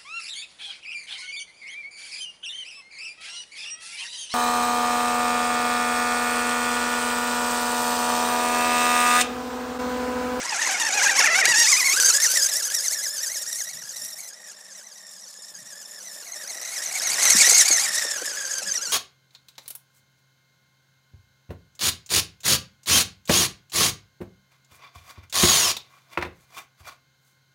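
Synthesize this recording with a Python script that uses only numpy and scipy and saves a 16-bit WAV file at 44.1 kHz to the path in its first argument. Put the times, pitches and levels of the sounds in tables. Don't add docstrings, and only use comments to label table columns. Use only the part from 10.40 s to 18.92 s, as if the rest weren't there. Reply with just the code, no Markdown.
import sys
import numpy as np
from scipy import signal
from scipy.fft import rfft, irfft
from scipy.io import wavfile
from scipy.ndimage import uniform_filter1d

SR = 44100
rng = np.random.default_rng(int(sys.argv[2]) if len(sys.argv) > 2 else 0)


def unload_wav(signal):
    wavfile.write(
        sys.argv[1],
        SR,
        np.round(np.clip(np.atleast_2d(signal).T, -1, 1) * 32767).astype(np.int16),
    )


def level_to_linear(level):
    exponent = np.asarray(level, float) / 20
    return 10 ** exponent


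N = 375732
TIME_S = np.arange(N) / SR

# [t/s, f/Hz]
MESH_RATE = [(0.0, 864.3), (0.3, 874.5), (0.85, 740.3), (1.03, 743.1), (1.14, 904.6), (1.35, 1082),
             (1.52, 1078), (1.6, 1585), (2.0, 1703), (2.6, 1730), (3.3, 1892), (4.2, 1845), (5.2, 1764),
             (5.8, 1773), (6.5, 1980), (7.3, 2138), (7.8, 1679), (8.52, 1495)]
# [t/s, gearbox level/dB, share turned away/0-1, sand spray level/dB]
DRIVE = [(0.0, -29, 0, -18.5), (0.9, -20, 0.04, -12.5), (1.04, -22.5, 0, -14), (1.2, -13.5, 0.77, -18.5),
         (1.45, -21, 0.59, -9.5), (1.7, -13, 0.95, -11.5), (2.25, -24, 0.95, -7.5), (3.14, -30, 1.1, -6.5),
         (3.46, -38, .8, -9), (3.62, -34, 1, -6), (3.89, -38.5, 0.88, -3), (3.915, -44, 0.55, -12),
         (4.9, -41.5, 1, -13.5), (5.84, -40.5, 0.58, -6), (6.56, -26.5, 0.51, -11.5),
         (7.08, -10, 0.78, -14), (7.75, -26.5, 0.52, -13.5), (8.52, -29.5, 0.77, -15)]
# [t/s, whine above hiss level/dB, housing song level/dB]
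GEAR_LOAD = [(0, -5.5, -4.5), (.85, -1, 0.5), (1.15, -2.5, 3.5), (1.5, -0.5, 7), (1.65, -0.5, 0),
             (3.4, 0, -2), (4.5, -1.5, -2.5), (5.8, 1.5, -5.5), (6.5, -1.5, -5), (7.5, -3, -1.5),
             (8.52, 1.5, -2)]
# [t/s, strength/1]
BACKLASH = [(0, .8), (.85, .6), (.92, .35), (1.5, .45), (1.65, .7), (3.4, .9), (3.55, 1.2), (4.5, 1),
            (5.8, 1), (6.4, 1.6), (7.5, 1.2), (8.15, 1.1), (8.3, .8), (8.52, .7)]
# [f/Hz, level/dB]
HOUSING_GAIN = [(150, -48), (550, -20), (850, -18.5), (1150, -20.5), (1400, -14), (1800, -6.5),
                (2250, -8.5), (2600, -13.5), (3200, -20.5), (4500, -8.5), (5700, -2), (6500, -0.5),
                (8000, -15), (15500, -33.5)]
SHAFT_DB = [-4, -11]
# [t/s, speed loss/%]
RUTS = [(0.012, 16.7), (0.166, 20), (0.361, 20), (0.519, 13.1), (0.934, 12.2), (0.967, 6), (1.034, 25.2),
        (1.253, 16.4), (1.918, 11.3), (2.063, 9.6), (2.79, 15.3), (2.875, 14.3), (3.937, 9.3),
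        (4.326, 16.9), (4.416, 22), (4.532, 12), (4.783, 10.3), (5.168, 9.5), (5.613, 18.3), (5.831, 21.3),
        (6.048, 15.7), (6.114, 9), (6.609, 17), (6.956, 13.7), (7.222, 18.7), (7.256, 8.6), (7.379, 11),
        (7.818, 11.6), (7.944, 9.2), (8.233, 16)]
# [t/s, speed gain/%]
HOPS = [(0.112, 8), (0.263, 22.2), (0.461, 8.4), (0.784, 37), (0.81, 13.5), (0.846, 34.7), (1.105, 12),
        (1.307, 9.5), (1.385, 14), (1.58, 10.3), (1.802, 7.8), (1.838, 29.7), (1.968, 8.1), (2.361, 12.8),
        (2.45, 23.4), (2.638, 18.9), (2.941, 18), (3.191, 15.6), (3.306, 16), (3.827, 16.3), (3.869, 23),
        (5.292, 10), (5.685, 7.7), (5.933, 10.7), (6.354, 15.2), (6.727, 19.6), (7.166, 6.8), (7.437, 15.2),
        (8.353, 25.6), (8.439, 10.2)]
# [t/s, speed change/%]
STONES = [(0.085, 18.5), (0.603, -11), (0.637, 25), (0.697, 18.5), (1.714, -23), (2.099, 11), (2.185, 14.5),
          (2.229, -27.5), (2.255, -8), (2.289, -17.0), (2.536, 20), (2.901, 9), (3.053, -40.0),
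          (3.436, -34), (3.462, -15.5), (3.494, -10), (3.52, -27), (3.793, 17.5), (4.099, -13.4),
          (4.125, -30.0), (4.871, -18.5), (5.432, -20), (6.324, 15), (6.453, 11.5), (6.529, 23.5),
          (6.557, 10.5), (7.034, -12.5), (7.627, -9), (7.784, -14.5), (8.104, 11)]
# [t/s, length/ms, gain/dB]
GRIPS = [(0.221, 27, 2.5), (0.271, 17, 5.3), (0.401, 10, 5.5), (0.635, 18.3, 3), (0.794, 15, 6),
         (1.058, 10, 7.5), (1.323, 10.2, 3.9), (1.976, 10.1, 4.6), (2.027, 9.2, 5.5), (2.351, 12.3, 7),
         (2.478, 32, 0.5), (3.129, 9.8, 9.5), (3.211, 18.7, 7.5), (3.592, 57, 3), (3.893, 17.6, 2.5),
         (4.085, 28, 5.5), (4.38, 32, 3.5), (6.385, 17.4, 1.5), (6.673, 10, 5), (6.882, 107, 3.5),
         (6.906, 7.2, 4), (7.012, 17, 2.5), (7.054, 10, 6.5), (7.21, 17.5, 5), (7.367, 18, 0.5),
         (7.465, 18, -1), (7.579, 61, 1.5), (7.716, 10.5, 4), (8.189, 18, 2.5), (8.361, 32, 2.5)]
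# [t/s, length/ms, loss/dB]
SLACKS = [(0.363, 19, 3), (0.504, 21, 9.5), (0.735, 25, 8.5), (0.892, 27, 11), (0.926, 29, 6.5),
          (1.03, 23, 10), (1.135, 9.1, 10.5), (1.435, 21, 3.5), (1.56, 10, 5.0), (1.722, 21, 6.5),
          (1.792, 21, 7.5), (1.882, 19, 6.5), (2.081, 8, 3), (2.111, 7.9, 5.3), (2.215, 9.4, 8),
          (2.291, 10.7, 6), (2.434, 19.6, 3.5), (2.598, 32, 2.5), (2.72, 66, 4.5), (3.011, 10, 9),
          (3.049, 18, 8.5), (6.952, 10.3, 4.3), (7.248, 10, 5), (7.273, 10.6, 4), (7.501, 10, 4.5),
          (7.814, 18, 5.5), (7.846, 10, 1.5), (7.928, 25, 4.0), (8.241, 19, 5.4), (8.405, 10, 5)]
# [f/Hz, level/dB per Hz]
HISS_SPECTRUM = [(100, -42), (240, -33), (550, -21.5), (1100, -15.5), (1900, -10.5), (3000, -14),
                 (4500, -10), (6200, -2.5), (8000, -3), (11000, -16), (15500, -26.5)]
# [t/s, peak level/dB]
KNOCKS = [(0.859, -11), (1.0544, 0), (1.089, -5), (1.6, 0), (1.801, -5.5), (1.9708, -6), (2.0878, -15),
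          (2.3015, -13), (2.321, -12.5), (2.3459, -33), (3.1271, -26), (3.5603, -39), (3.756, -37),
          (4.5056, -41), (4.9395, -31), (5.1397, -38), (6.2143, -21), (6.6712, -16), (6.854, -1),
          (6.9009, -3), (7.2802, -5), (7.856, -17), (8.1837, -27), (8.2214, -33), (8.3414, -17),
          (8.4119, -29)]
# [t/s, peak level/dB, f/Hz]
THUMPS = [(0.549, -31, 498), (0.794, -27, 600), (1.034, -30, 561), (1.079, -24.5, 469), (1.179, -37, 320),
          (1.589, -35, 385), (3.628, -50, 165), (6.703, -45, 328), (6.946, -25.5, 242.4), (7.004, -28, 570),
          (7.07, -25, 550), (7.118, -20.5, 566), (7.303, -26, 463), (7.648, -28, 510.5),
          (7.818, -30, 418.4), (8.218, -32.5, 605)]
# [t/s, length/ms, peak level/dB]
GUSTS = [(0.1, 150, -74), (0.58, 85, -66), (0.82, 130, -67), (1.07, 120, -58), (1.82, 103.6, -78),
         (3.0, 100, -83), (3.4, 141, -61), (3.66, 163, -68.5), (5.22, 119, -65), (5.6, 200, -76),
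         (6.5, 100, -70), (6.76, 120, -60), (6.96, 59, -48), (7.48, 150, -61.5), (8.27, 79, -61.5),
         (8.52, 75, -59)]
# [f/Hz, level/dB per Hz]
TRAFFIC_SPECTRUM = [(30, -35), (100, -36), (190, 7.5), (400, -27), (600, -1.5), (1200, 1), (3000, -44)]

BUMP_MS, STONE_MS, REBOUND_SHARE, REBOUND_S = 26, 18, .6, .042
RIPPLE_PERCENT, RIPPLE_PER_S = 1.5, 20
FACING_TONE_DB, TURNED_TONE_DB = 2.5, -12.5
FACING_DRONE_DB, TURNED_DRONE_DB = -10, -25
DRONE_CARRY = 0.28
SHAFT_BLUR_RAD = .9
LIFT_DB, LIFT_S = 5, .01
SKID_S, SKID_MS, SKID_DB = 6.86, 212, -33.5
CALM_DB, TRAFFIC_DB = -89.5, -58


def in_time(rows):
    s, *columns = np.transpose(rows)
    return [np.interp(TIME_S, s, c) for c in columns]


def at_hz(points, hz):
    table_hz, table_db = np.array(points).T
    return np.interp(np.log(hz), np.log(table_hz), table_db)


def humps(rows):
    coarse_s = TIME_S[::32]
    total = sum(size * np.exp(-.5 * ((coarse_s - s) * 2 / (ms * 1e-3)) ** 2) for s, ms, size in rows)
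    return np.interp(TIME_S, coarse_s, total)


def drift(rate_hz):
    r = np.exp(-32 * np.pi * rate_hz / SR)
    noise = rng.standard_normal(N // 16 + 2002)
    slow = signal.lfilter([1], [1, -2 * r, r * r], noise)[2000:]
    return np.interp(np.arange(N) / 16, np.arange(len(slow)), slow / slow.std())


def band(x, low_hz, high_hz):
    return signal.sosfilt(signal.butter(2, [low_hz, high_hz], "band", fs=SR, output="sos"), x)


def decay(x, fall_s):
    return signal.lfilter([1], [1, -np.exp(-1 / (fall_s * SR))], x)


def strikes(rows):
    out = np.full(N, 1e-18)
    for s, peak_db, *_ in rows:
        out[min(round(s * SR), N - 1)] = level_to_linear(peak_db)
    return out


def whine(mesh_hz, turns, body, chatter, song_db, flicker_db, gap_db):
    slack_db = -gap_db * chatter * np.clip(drift(110.0) + 0.061, 0, 2)
    orders = [(1 / 3, SHAFT_DB[0]), (2 / 3, SHAFT_DB[1])] + [(k, 0) for k in range(1, 15)]
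    out = 0
    for order, order_db in orders:
        hz = (order * mesh_hz)[::16]
        sings_db = song_db[::16] * np.exp(-(np.log(hz / 2000) / .22) ** 2)
        gain_db = at_hz(HOUSING_GAIN, hz) + sings_db + radiation(hz, *body[:, ::16])
        gain_db = gain_db - 99 * (hz > 16000)
        gain_db = np.interp(TIME_S, TIME_S[::16], gain_db) + order_db
        gain_db = gain_db + np.clip(order / 3, .6, 1) * slack_db + flicker_db * drift(75.0)
        blur_rad = .4 * chatter * np.sqrt(order) if order >= 1 else SHAFT_BLUR_RAD
        phase_rad = 2 * np.pi * order * turns + blur_rad * drift(150.0)
        out = out + level_to_linear(gain_db) * np.sin(phase_rad)
    return out


def ground():
    bumps = HOPS + [(s, -loss) for s, loss in RUTS]
    swings = [(s, BUMP_MS, size) for s, size in bumps]
    rebounds = [(s + REBOUND_S, BUMP_MS, -REBOUND_SHARE * size) for s, size in bumps]
    kicks = [(s, STONE_MS, size) for s, size in STONES]
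    return (humps(swings + rebounds + kicks) + RIPPLE_PERCENT * drift(RIPPLE_PER_S)) / 100


def slaps(per_s):
    hits = (rng.random(N) < per_s / SR) * rng.uniform(.3, 1, N)
    tail = np.tanh(uniform_filter1d(decay(hits, .008), size=60))
    return tail - tail.mean()


def pressure():
    return 0.95 * humps(GRIPS + [(s, ms, -db) for s, ms, db in SLACKS]) + lifts()


def lifts():
    ahead = strikes([(s, 0) for s, _ in KNOCKS])[::-1]
    return -LIFT_DB * decay(ahead, LIFT_S)[::-1]


def heading():
    level_db, turned, spray_db = in_time(DRIVE)
    tone_db = FACING_TONE_DB + turned * (TURNED_TONE_DB - FACING_TONE_DB)
    drone_db = FACING_DRONE_DB + turned * (TURNED_DRONE_DB - FACING_DRONE_DB)
    drone_db = drone_db + DRONE_CARRY * (-28.5 - level_db)
    return [level_db, tone_db, drone_db, spray_db]


def radiation(hz, level_db, tone_db, drone_db, spray_db, bite_db):
    octave = np.log2(hz / 1000)
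    low = np.clip((.15 - octave) / .3, 0, 1)
    high = np.clip((octave - 1.4) / .9, 0, 1)
    top = np.clip((octave - 2.9) / .6, 0, 1)
    turned_db = low * (drone_db + 24) + (1 - low - high) * (tone_db + 9) + top * (spray_db + 15)
    return level_db + turned_db + bite_db * (.55 - 0.34 * low + 0.6 * high)


def hiss(turns, body, patchy_db, gate):
    white = rng.standard_normal((2, N)) * (1 + gate * np.cos(2 * np.pi * turns))
    together = drift(50.0)
    edges_hz = 100 * 2 ** np.arange(0, 7.6, .4)
    out = 0
    for k, (low_hz, high_hz) in enumerate(zip(edges_hz, edges_hz[1:])):
        hz = np.sqrt(low_hz * high_hz)
        patches = np.clip(hz / 4000, .2, 1.5) * together + drift(25.0)
        gain_db = at_hz(HISS_SPECTRUM, hz) + radiation(hz, *body) + patchy_db * patches
        out = out + level_to_linear(gain_db) * band(white[k % 2], low_hz, high_hz)
    return out


def knocks():
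    fade = decay(strikes(KNOCKS), 0.0022)
    return level_to_linear(-4.5) * band(fade * rng.standard_normal(N), 2500, 10700)


def thumps():
    out, puff_s = np.zeros(N), TIME_S[:SR // 10]
    puffs = rng.standard_normal((len(THUMPS), len(puff_s))) * np.exp(-puff_s / .009)
    for (s, peak_db, hz), puff in zip(THUMPS, puffs):
        ring = band(puff, 0.75 * hz, 1.35 * hz)
        i = round(s * SR)
        out[i:i + len(ring)] += level_to_linear(peak_db + 1.0) * ring[:N - i] / abs(ring).max()
    return out


def skid():
    roar = band(rng.standard_normal(N), 539, 3140)
    return level_to_linear(SKID_DB + 3.1 * drift(38.0)) * humps([(SKID_S, SKID_MS, 1)]) * roar / roar.std()


def wind():
    white = rng.standard_normal(N)
    rumble = band(white, 119, 213) + level_to_linear(-12) * band(white, 30, 96)
    force = level_to_linear(CALM_DB) + humps([(s, ms, level_to_linear(db)) for s, ms, db in GUSTS])
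    return force * level_to_linear(2.0 + 3.5 * drift(25.0)) * rumble / rumble.std()


def traffic():
    hz = np.arange(N // 2 + 1) * SR / N + 1
    murmur = irfft(rfft(rng.standard_normal(N)) * level_to_linear(at_hz(TRAFFIC_SPECTRUM, hz)), N)
    return level_to_linear(TRAFFIC_DB - 6) * murmur / murmur.std()


def scene():
    chatter, = in_time(BACKLASH)
    clarity_db, song_db = in_time(GEAR_LOAD)
    jolts = ground()
    slap = chatter * slaps(per_s=45.0)
    mesh_hz = in_time(MESH_RATE)[0] * np.exp(jolts + .1 * slap + .018 * chatter * drift(50.0))
    turns = np.cumsum(mesh_hz) / SR
    braking = np.clip(-uniform_filter1d(np.gradient(jolts) * SR, size=300), -12, 12)
    body = np.array(heading() + [pressure() + 2.5 * slap])

    tones = whine(mesh_hz, turns, body, chatter, song_db, flicker_db=4.0, gap_db=7.5)
    buggy = level_to_linear(clarity_db + 0.16 * braking + 0.5) * tones
    buggy = buggy + level_to_linear(1.5) * hiss(turns, body, patchy_db=2.0, gate=0.6)
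    buggy = buggy + knocks() + thumps() + skid()
    buggy = signal.sosfilt(signal.butter(3, 130, "high", fs=SR, output="sos"), buggy)
    echo = np.roll(signal.lfilter([.5, .5], [1], buggy), round(0.0036 * SR))
    return (buggy + level_to_linear(-17.5) * echo + wind() + traffic())[None]


def roll_off(x):
    return signal.sosfilt(signal.butter(12, 15720, fs=SR, output="sos"), x)


def record(dry):
    mix = .8 * np.tanh(dry / .8)
    mix = signal.sosfilt(signal.butter(3, 75, "high", fs=SR, output="sos"), mix)
    mix = signal.sosfilt(signal.cheby2(12, 50, 16000, fs=SR, output="sos"), mix)
    return roll_off(mix)


dry = scene()
out = record(dry)
unload_wav(out)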